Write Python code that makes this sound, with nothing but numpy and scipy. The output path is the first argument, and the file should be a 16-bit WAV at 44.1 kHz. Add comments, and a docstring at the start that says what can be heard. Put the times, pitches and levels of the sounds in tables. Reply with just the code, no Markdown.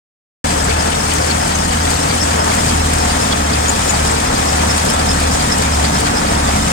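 """Outdoors, close beside the chute of a belt-driven threshing machine, on a hand-held stereo microphone.
Engine and threshing drum turn at nearly the same speed, so their hums beat against each other.
The steel housing rumbles, beaters roar through straw and loose guards rattle. Wheat slides down
into a basin, pattering on sheet metal, and the hangers of the shaking sieve chirp on every stroke."""
import sys
import numpy as np
from scipy import signal
from scipy.fft import rfft, irfft, next_fast_len
from scipy.io import wavfile
from scipy.ndimage import uniform_filter1d, map_coordinates

SR = 44100
rng = np.random.default_rng(int(sys.argv[2]) if len(sys.argv) > 2 else 0)


def master_out(mix):
    """Clip the mix to full scale and print it as 16-bit PCM to the path in sys.argv[1]."""
    frames = np.transpose(np.atleast_2d(mix))
    ceiling = np.clip(frames, -1, 1)
    pcm = np.round(ceiling * 32767).astype(np.int16)
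    wavfile.write(sys.argv[1], SR, pcm)


N = 296352
TIME = np.arange(N) / SR
FFT_SIZE = next_fast_len(N + SR // 4, real=True)
BINS_HZ = np.arange(FFT_SIZE // 2 + 1) * SR / FFT_SIZE


def from_db(db):
    """Decibels to gain."""
    return 10 ** (np.asarray(db) / 20)


def unit_rms(x):
    """Scale to rms 1."""
    return x / np.sqrt(np.mean(x ** 2) + 1e-20)


def over_time(rows, column=1):
    """One column of a timed table, at every sample."""
    columns = np.transpose(rows)
    return np.interp(TIME, columns[0], columns[column])


def over_hz(points):
    """A table at every frequency, joined on a log axis."""
    hz, value = np.transpose(points)
    return np.interp(np.log(BINS_HZ + 1), np.log(hz), value)


def noise():
    """Two unrelated white noises."""
    return rng.standard_normal((2, N))


def drift(rate_hz):
    """A smooth random wander with a spread of 1."""
    hop, settle = 40, 2000
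    pole = np.exp(-2 * np.pi * rate_hz * hop / SR)
    white = rng.standard_normal(N // hop + settle + 2)
    slow = signal.lfilter([1], [1, -2 * pole, pole * pole], white)[settle:]
    return np.interp(np.arange(N) / hop, np.arange(len(slow)), unit_rms(slow))


def coloured(x, spectrum):
    """Minimum-phase filter with the given spectrum: nothing rings ahead of a hit."""
    cepstrum = irfft(np.log(from_db(over_hz(spectrum))), FFT_SIZE)
    cepstrum[1:FFT_SIZE // 2] *= 2
    cepstrum[FFT_SIZE // 2 + 1:] = 0
    return irfft(rfft(x, FFT_SIZE) * np.exp(rfft(cepstrum)), FFT_SIZE)[..., :N]


def resonance(x, hz, width_hz):
    """One resonance with gain 1 at its peak."""
    r = np.exp(-np.pi * width_hz / SR)
    feedback = [1, -2 * r * np.cos(2 * np.pi * hz / SR), r * r]
    return signal.lfilter(np.array([1, 0, -1]) * (1 - r * r) / 2, feedback, x)


def with_modes(x, modes):
    """A sound plus the resonances it excites."""
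    return x + sum(from_db(db) * resonance(x, hz, width_hz) for hz, width_hz, db in modes)


def impacts(per_s, spread_db, t60_s, crack_db):
    """Random blows, each a sharp crack and a burst of noise that dies away."""
    blows = (rng.random(N) < per_s / SR) * from_db(spread_db * np.minimum(rng.exponential(1, N), 3))
    energy = signal.lfilter([1], [1, -from_db(-120 / (t60_s * SR))], blows ** 2 + 1e-18)
    tails = unit_rms(np.sqrt(energy) * noise())
    cracks = unit_rms(blows * rng.choice([-1, 1], (2, N)))
    return tails + from_db(crack_db) * cracks


def stereo_mic(pair):
    """Two unrelated signals become left and right: alike in the bass, earlier on the left."""
    # likeness of the two microphone ports: frequency_hz, coherence
    likeness = [(60, .997), (110, .99), (200, .98), (270, .93), (340, .7), (450, .95), (900, .8),
                (1250, .46), (1700, .53), (3000, .3), (8000, .2), (15000, .08)]
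    # tone difference between the ports: frequency_hz, left_minus_right_db
    balance = [(170, 1.5), (280, -7.5), (340, -12), (400, 2), (480, 3.5), (620, 3.5), (820, 0.5),
               (1130, -2.5), (1350, -2.5), (1800, 1), (2300, 3.5), (3600, -1.5), (6000, 0), (8000, 10.5),
               (9000, 11.5), (15000, 4.5)]
    # phase between the ports: frequency_hz, left_lead_rad
    lead = [(60, 0), (100, .1), (200, .5), (300, .65), (400, 2.2), (1100, 2.5), (1460, 4.3), (2150, 6.8),
            (2900, 10.5), (5080, 19.3), (8270, 29.7), (14600, 51)]
    mid, side = rfft(pair, FFT_SIZE)
    alike, sign = over_hz(likeness), np.array([[1], [-1]])
    ports = np.sqrt(1 + alike) * mid + sign * np.sqrt(1 - alike) * side
    gain = from_db(sign * over_hz(balance) / 2)
    gain /= np.sqrt(np.sum(gain ** 2, axis=0))
    return irfft(ports * gain * np.exp(.5j * sign * over_hz(lead)), FFT_SIZE)[:, :N]


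def hand_held(ports):
    """The microphone turns in the hand, shifting the delay and balance between its ports."""
    # aim of the microphone: time_s, right_lag_samples, left_minus_right_db
    pose = [(.5, 0.5, 2.4), (2.2, 0.5, 1.7), (2.8, -0.6, 1), (5.2, -0.83, 0.9), (6.5, -0.98, 0)]
    lag, balance_db = over_time(pose, 1), over_time(pose, 2)
    right = map_coordinates(ports[1], [np.arange(N) - lag], order=3, mode="nearest")
    return np.array([ports[0], right]) * from_db([balance_db / 2, -balance_db / 2])


def housing_rumble(engine_turns, throb_db=-1.2, firing_db=1.0):
    """The housing is shaken once a turn and at each of the two firings."""
    # colour of the shaking steel: frequency_hz, gain_db
    colour = [(20, -41), (35, -10), (55, -5), (90, -4), (130, -3), (170, -0.5), (280, -4), (340, -13),
              (450, -41), (900, -46)]
    # strength of the shaking: time_s, level_db
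    shake = [(.5, -24.5), (1.8, -24), (4.6, -22.5), (6.6, -21.5)]
    angle = 2 * np.pi * engine_turns
    throb = from_db(throb_db * np.cos(angle) + firing_db * np.cos(2 * angle))
    return from_db(over_time(shake)) * unit_rms(coloured(noise() * throb, colour))


def guard_rattle(knocks_per_s=12, width_hz=34, tilt_db_per_octave=.6, parts=36):
    """Loose guards and bolts knock at random, each ringing briefly at its own pitch."""
    out = 0
    for hz in np.geomspace(800, 9000, parts) * rng.uniform(.96, 1.04, parts):
        knocks = (rng.random(N) < knocks_per_s / SR) * rng.uniform(-.98, 1, (2, N)) + 1e-18
        out += from_db(tilt_db_per_octave * np.log2(hz)) * unit_rms(resonance(knocks, hz, width_hz))
    return unit_rms(out)


def kernel_ticks(t60_s=.047):
    """Single kernels flung hard against the steel, each a bright tick."""
    # hard hits: start_s, relative_level_db
    hits = [(1.1364, -18), (1.905, -20), (1.94, -30), (2.5496, -22), (2.9343, -18), (4.7764, -21),
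            (4.8494, -21), (4.9008, -18), (5.2004, -22), (5.582, -19), (6.003, -20)]
    # colour of the struck steel: frequency_hz, gain_db
    colour = [(800, -10), (4000, -7), (8700, 7), (11000, -6), (16000, -14)]
    t, out = np.arange(SR // 10) / SR, np.zeros((2, N))
    for start_s, db in hits:
        at = int(start_s * SR)
        out[:, at:at + len(t)] += from_db(db - 60 * t / t60_s) * rng.standard_normal((2, len(t)))
    return coloured(out, colour)


def sieve_slips(strokes, jitter_s=.004, spread_octaves=.018, spread_db=1.5):
    """Each pivot slips at its own place in every sieve stroke, never twice alike."""
    # sieve pivots: stroke_fraction, pitch_hz, level_db, scrape_db, swell_s, binding_share
    pivots = [(.11, 5256, -25, -5, .013, 0.95), (.3, 7600, -30.5, 8, 0.018, 0),
              (0.573, 4587, -26.5, 0, 0.0096, 0.12), (0.609, 3100, -31.5, 14.5, 0.012, 0),
              (.67, 2364, -29, 8, 0.022, 0)]
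    # how hard the main hanger binds: time_s, gain_db
    binding = [(.6, -2), (.8, 5), (1.2, -5), (1.9, -0.5), (2.2, 5), (2.6, -1), (3.0, 1), (3.85, -9),
               (4.3, 3.5), (5.15, 5), (5.55, 0), (6.15, 1.5), (6.5, -15)]
    slips = []
    for stroke in range(int(strokes[-1]) + 1):
        for place, hz, db, scrape_db, swell_s, share in pivots:
            late, sharp, hard = rng.standard_normal(3)
            if strokes[0] < stroke + place < strokes[-1]:
                peak_s = np.interp(stroke + place, strokes, TIME) + jitter_s * late
                level_db = db + share * np.interp(peak_s, *np.transpose(binding)) + spread_db * hard
                slips.append((peak_s, hz * 2 ** (spread_octaves * sharp), level_db, scrape_db, swell_s))
    return slips


def loud_sieve_squeals(scrape_db=-5, swell_s=.0084):
    """Now and then a sieve pivot squeals louder than usual."""
    # loud squeals of the sieve pivots: peak_s, pitch_hz, level_db
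    squeals = [(0.648, 7800, -20.5), (0.71, 2400, -24), (1.311, 4410, -24), (1.557, 6330, -23),
               (2.244, 8070, -20), (3.105, 4700, -23), (3.326, 3340, -20), (3.693, 6900, -17),
               (3.901, 6870, -19), (4.114, 7600, -18)]
    return [(peak_s, hz, db, scrape_db, swell_s) for peak_s, hz, db in squeals]


def chirps(slips, tone_width_hz=65, scrape_width_hz=920, rise_per_s=1.11, stutter_db=2.5):
    """A pivot sticks and slips: a short, stuttering, rising tone inside a wider scrape."""
    t = np.arange(-SR // 20, SR // 20) / SR
    out = np.zeros((2, N + 2 * len(t)))
    for peak_s, hz, db, scrape_db, swell_s in slips:
        swell = np.exp(-.5 * (t / swell_s) ** 2)
        phase_steps, friction = rng.standard_normal((2, 2, len(t)))
        wander = np.cumsum(phase_steps, axis=1) * np.sqrt(2 * np.pi * tone_width_hz / SR)
        tone = np.sqrt(2) * np.sin(2 * np.pi * hz * (t + rise_per_s * t * t / 2) + wander)
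        scrape = unit_rms(resonance(resonance(friction, hz, scrape_width_hz), hz, scrape_width_hz))
        at = int(peak_s * SR) + len(t) // 2
        out[:, at:at + len(t)] += from_db(db) * swell * unit_rms(tone + from_db(scrape_db) * scrape)
    stutter = unit_rms(from_db(stutter_db * drift(60)))
    return out[:, len(t):len(t) + N] * stutter


def grain_patter(strokes, lump_hz, lump_db=.88, toss_db=1.9, clump_db=2.5, slide_db=3):
    """Kernels hit steel in clumps, tossed once a sieve stroke, over the hiss of sliding grain."""
    # grain coming down the chute: time_s, relative_level_db
    flow = [(0.47, -29), (1.5, -28.5), (1.78, -30.5), (1.94, -27), (2.38, -29), (2.71, -26), (2.86, -29.5),
            (3.15, -26.5), (3.34, -29.1), (3.94, -27), (4.5, -28.5), (4.87, -26.5), (4.99, -30), (5.3, -28),
            (5.42, -26.5), (5.79, -29), (6.18, -28), (6.71, -30.5)]
    # colour of wheat on sheet metal: frequency_hz, gain_db
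    colour = [(700, -11), (2000, -6), (3600, -3), (5000, -2), (6300, -1), (7200, -0.5), (8000, 2),
              (9000, -2), (10000, -8.5), (11000, -13.5), (13000, -17), (16000, -23)]
    level = from_db(over_time(flow) + lump_db * drift(lump_hz))
    toss = np.cos(2 * np.pi * (strokes - .45))
    hits_per_s = 440 * from_db(toss_db * toss + clump_db * drift(24))
    hits = impacts(hits_per_s, spread_db=2, t60_s=.031, crack_db=-27)
    return level * unit_rms(coloured(hits + from_db(slide_db) * noise(), colour))


def shaft_hum(turns, orders, waver_rad, flutter_db):
    """Tones at multiples of a shaft's speed; the higher ones waver more in phase and level."""
    out = 0
    for multiple, level_db in orders:
        phase = 2 * np.pi * multiple * turns + waver_rad * multiple * drift(5)
        level = from_db(level_db + flutter_db * multiple * drift(6.5))
        out += level * np.sqrt(2) * np.cos(phase)
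    return out


def drive_hum(speed, engine_turns, drum_turns, strain_s=.34):
    """Engine and drum hum together, louder at speed and while the engine labours and slows."""
    # engine tones: speed_multiple, relative_level_db
    engine_orders = [(1, -36.5), (1.5, -37), (2, -22.6), (3, -44), (4, -36.5), (5, -42), (6, -37), (7, -37),
                     (8, -43)]
    # drum tones: speed_multiple, relative_level_db
    drum_orders = [(1, -37.5), (2, -33), (3, -37), (4, -43)]
    # air spaces that boom as a tone passes through their pitch: pitch_hz, width_hz, gain_db
    cavities = [(159.2, 3.4, -3), (215.4, 4, 5), (238, 3.9, -3.5), (290.7, 3.1, 12)]
    engine = shaft_hum(engine_turns, engine_orders, waver_rad=.038, flutter_db=.38)
    drum = shaft_hum(drum_turns, drum_orders, waver_rad=.063, flutter_db=.93)
    slowing = uniform_filter1d(-np.gradient(speed) * SR, int(strain_s * SR))
    effort_db = .3 * (speed - speed.mean()) + .5 * slowing
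    return from_db(effort_db) * with_modes(engine + drum, cavities)


def threshing_roar(drum_turns, lump_hz, lump_db=.5, beater_db=-.7, air_db=1.5):
    """Beaters tear through straw in a rush of fan air; the panels of the housing ring along."""
    # straw passing through the drum: time_s, relative_level_db
    feed = [(0.47, -20.5), (1.78, -21.0), (2.06, -20), (2.19, -22), (2.34, -18.5), (2.94, -21), (3.06, -19),
            (3.38, -20.5), (4.5, -19.1), (5.18, -20), (6.42, -19.5), (6.71, -20.5)]
    # colour inside the drum: frequency_hz, gain_db
    colour = [(180, -23.5), (300, -6), (400, -3), (500, -3.5), (620, -1), (820, 0), (1130, -3.5),
              (1800, -7), (2300, -13), (2800, -13), (3600, -19.5), (6000, -22.5), (10000, -33),
              (16000, -60)]
    # housing panels: pitch_hz, width_hz, gain_db
    panels = [(445, 14.6, 2.5), (516, 89, -3.5), (728, 25, 0.5), (833, 40, -15), (914, 39, -5.5),
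              (1020, 8.3, -37), (1275, 210, -5), (1700, 58, -27), (2050, 13, -24), (2456, 67, -3.5),
              (2610, 35, -7), (3340, 21, -18)]
    level = from_db(over_time(feed) + lump_db * drift(lump_hz))
    beaters = from_db(beater_db * np.cos(6 * np.pi * drum_turns))  # three pass in each turn
    straw = beaters * impacts(per_s=1000, spread_db=0, t60_s=.015, crack_db=-9)
    inside = coloured(straw + from_db(air_db) * noise(), colour)
    return level * unit_rms(with_modes(inside, panels))


def scene():
    """The whole machine from beside the chute; the engine drives both drum and sieve."""
    # engine speed: time_s, turns_per_s
    engine_speed = [(.44, 38.1), (.61, 38.14), (1, 38.75), (1.51, 39.53), (2.01, 40.15), (2.58, 39.8),
                    (3.04, 38.45), (3.35, 37.2), (3.78, 37.3), (4.34, 37.95), (4.9, 38.45), (5.51, 37.5),
                    (6.07, 36.15), (6.72, 35.8)]
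    belt_slip, belt_lag_s, drum_lead_turns, turns_per_stroke = .02333, .0412, 2.228, 7.9195
    lump_hz = 9.1  # the crop arrives in irregular lumps
    speed = over_time(engine_speed)
    engine_turns = np.cumsum(speed) / SR
    # the belt creeps, so the two hums swell and cancel as the shafts drift in and out of step
    drum_turns = (1 - belt_slip) * engine_turns - belt_lag_s * speed + drum_lead_turns
    strokes = engine_turns / turns_per_stroke + .208  # the sieve starts partway through a stroke
    hum = drive_hum(speed, engine_turns, drum_turns)
    rumble = stereo_mic(housing_rumble(engine_turns))
    roar = from_db(2.5) * threshing_roar(drum_turns, lump_hz)
    grain = from_db(6.5) * grain_patter(strokes, lump_hz)
    rattle = from_db(-28.5) * guard_rattle()
    ticks = from_db(6) * kernel_ticks()
    sieve = chirps(sieve_slips(strokes) + loud_sieve_squeals())
    return hum + rumble + hand_held(stereo_mic(roar + grain + rattle + ticks + sieve))


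def record(dry):
    """The sound opens abruptly after a short silence; the highest treble is cut."""
    start_s, fade_s, cutoff_hz = .441, .002, 15900
    opened = dry * np.clip((TIME - start_s) / fade_s, 0, 1)
    return signal.sosfilt(signal.ellip(12, .1, 90, cutoff_hz, fs=SR, output="sos"), opened)


dry = scene()
out = record(dry)
master_out(out)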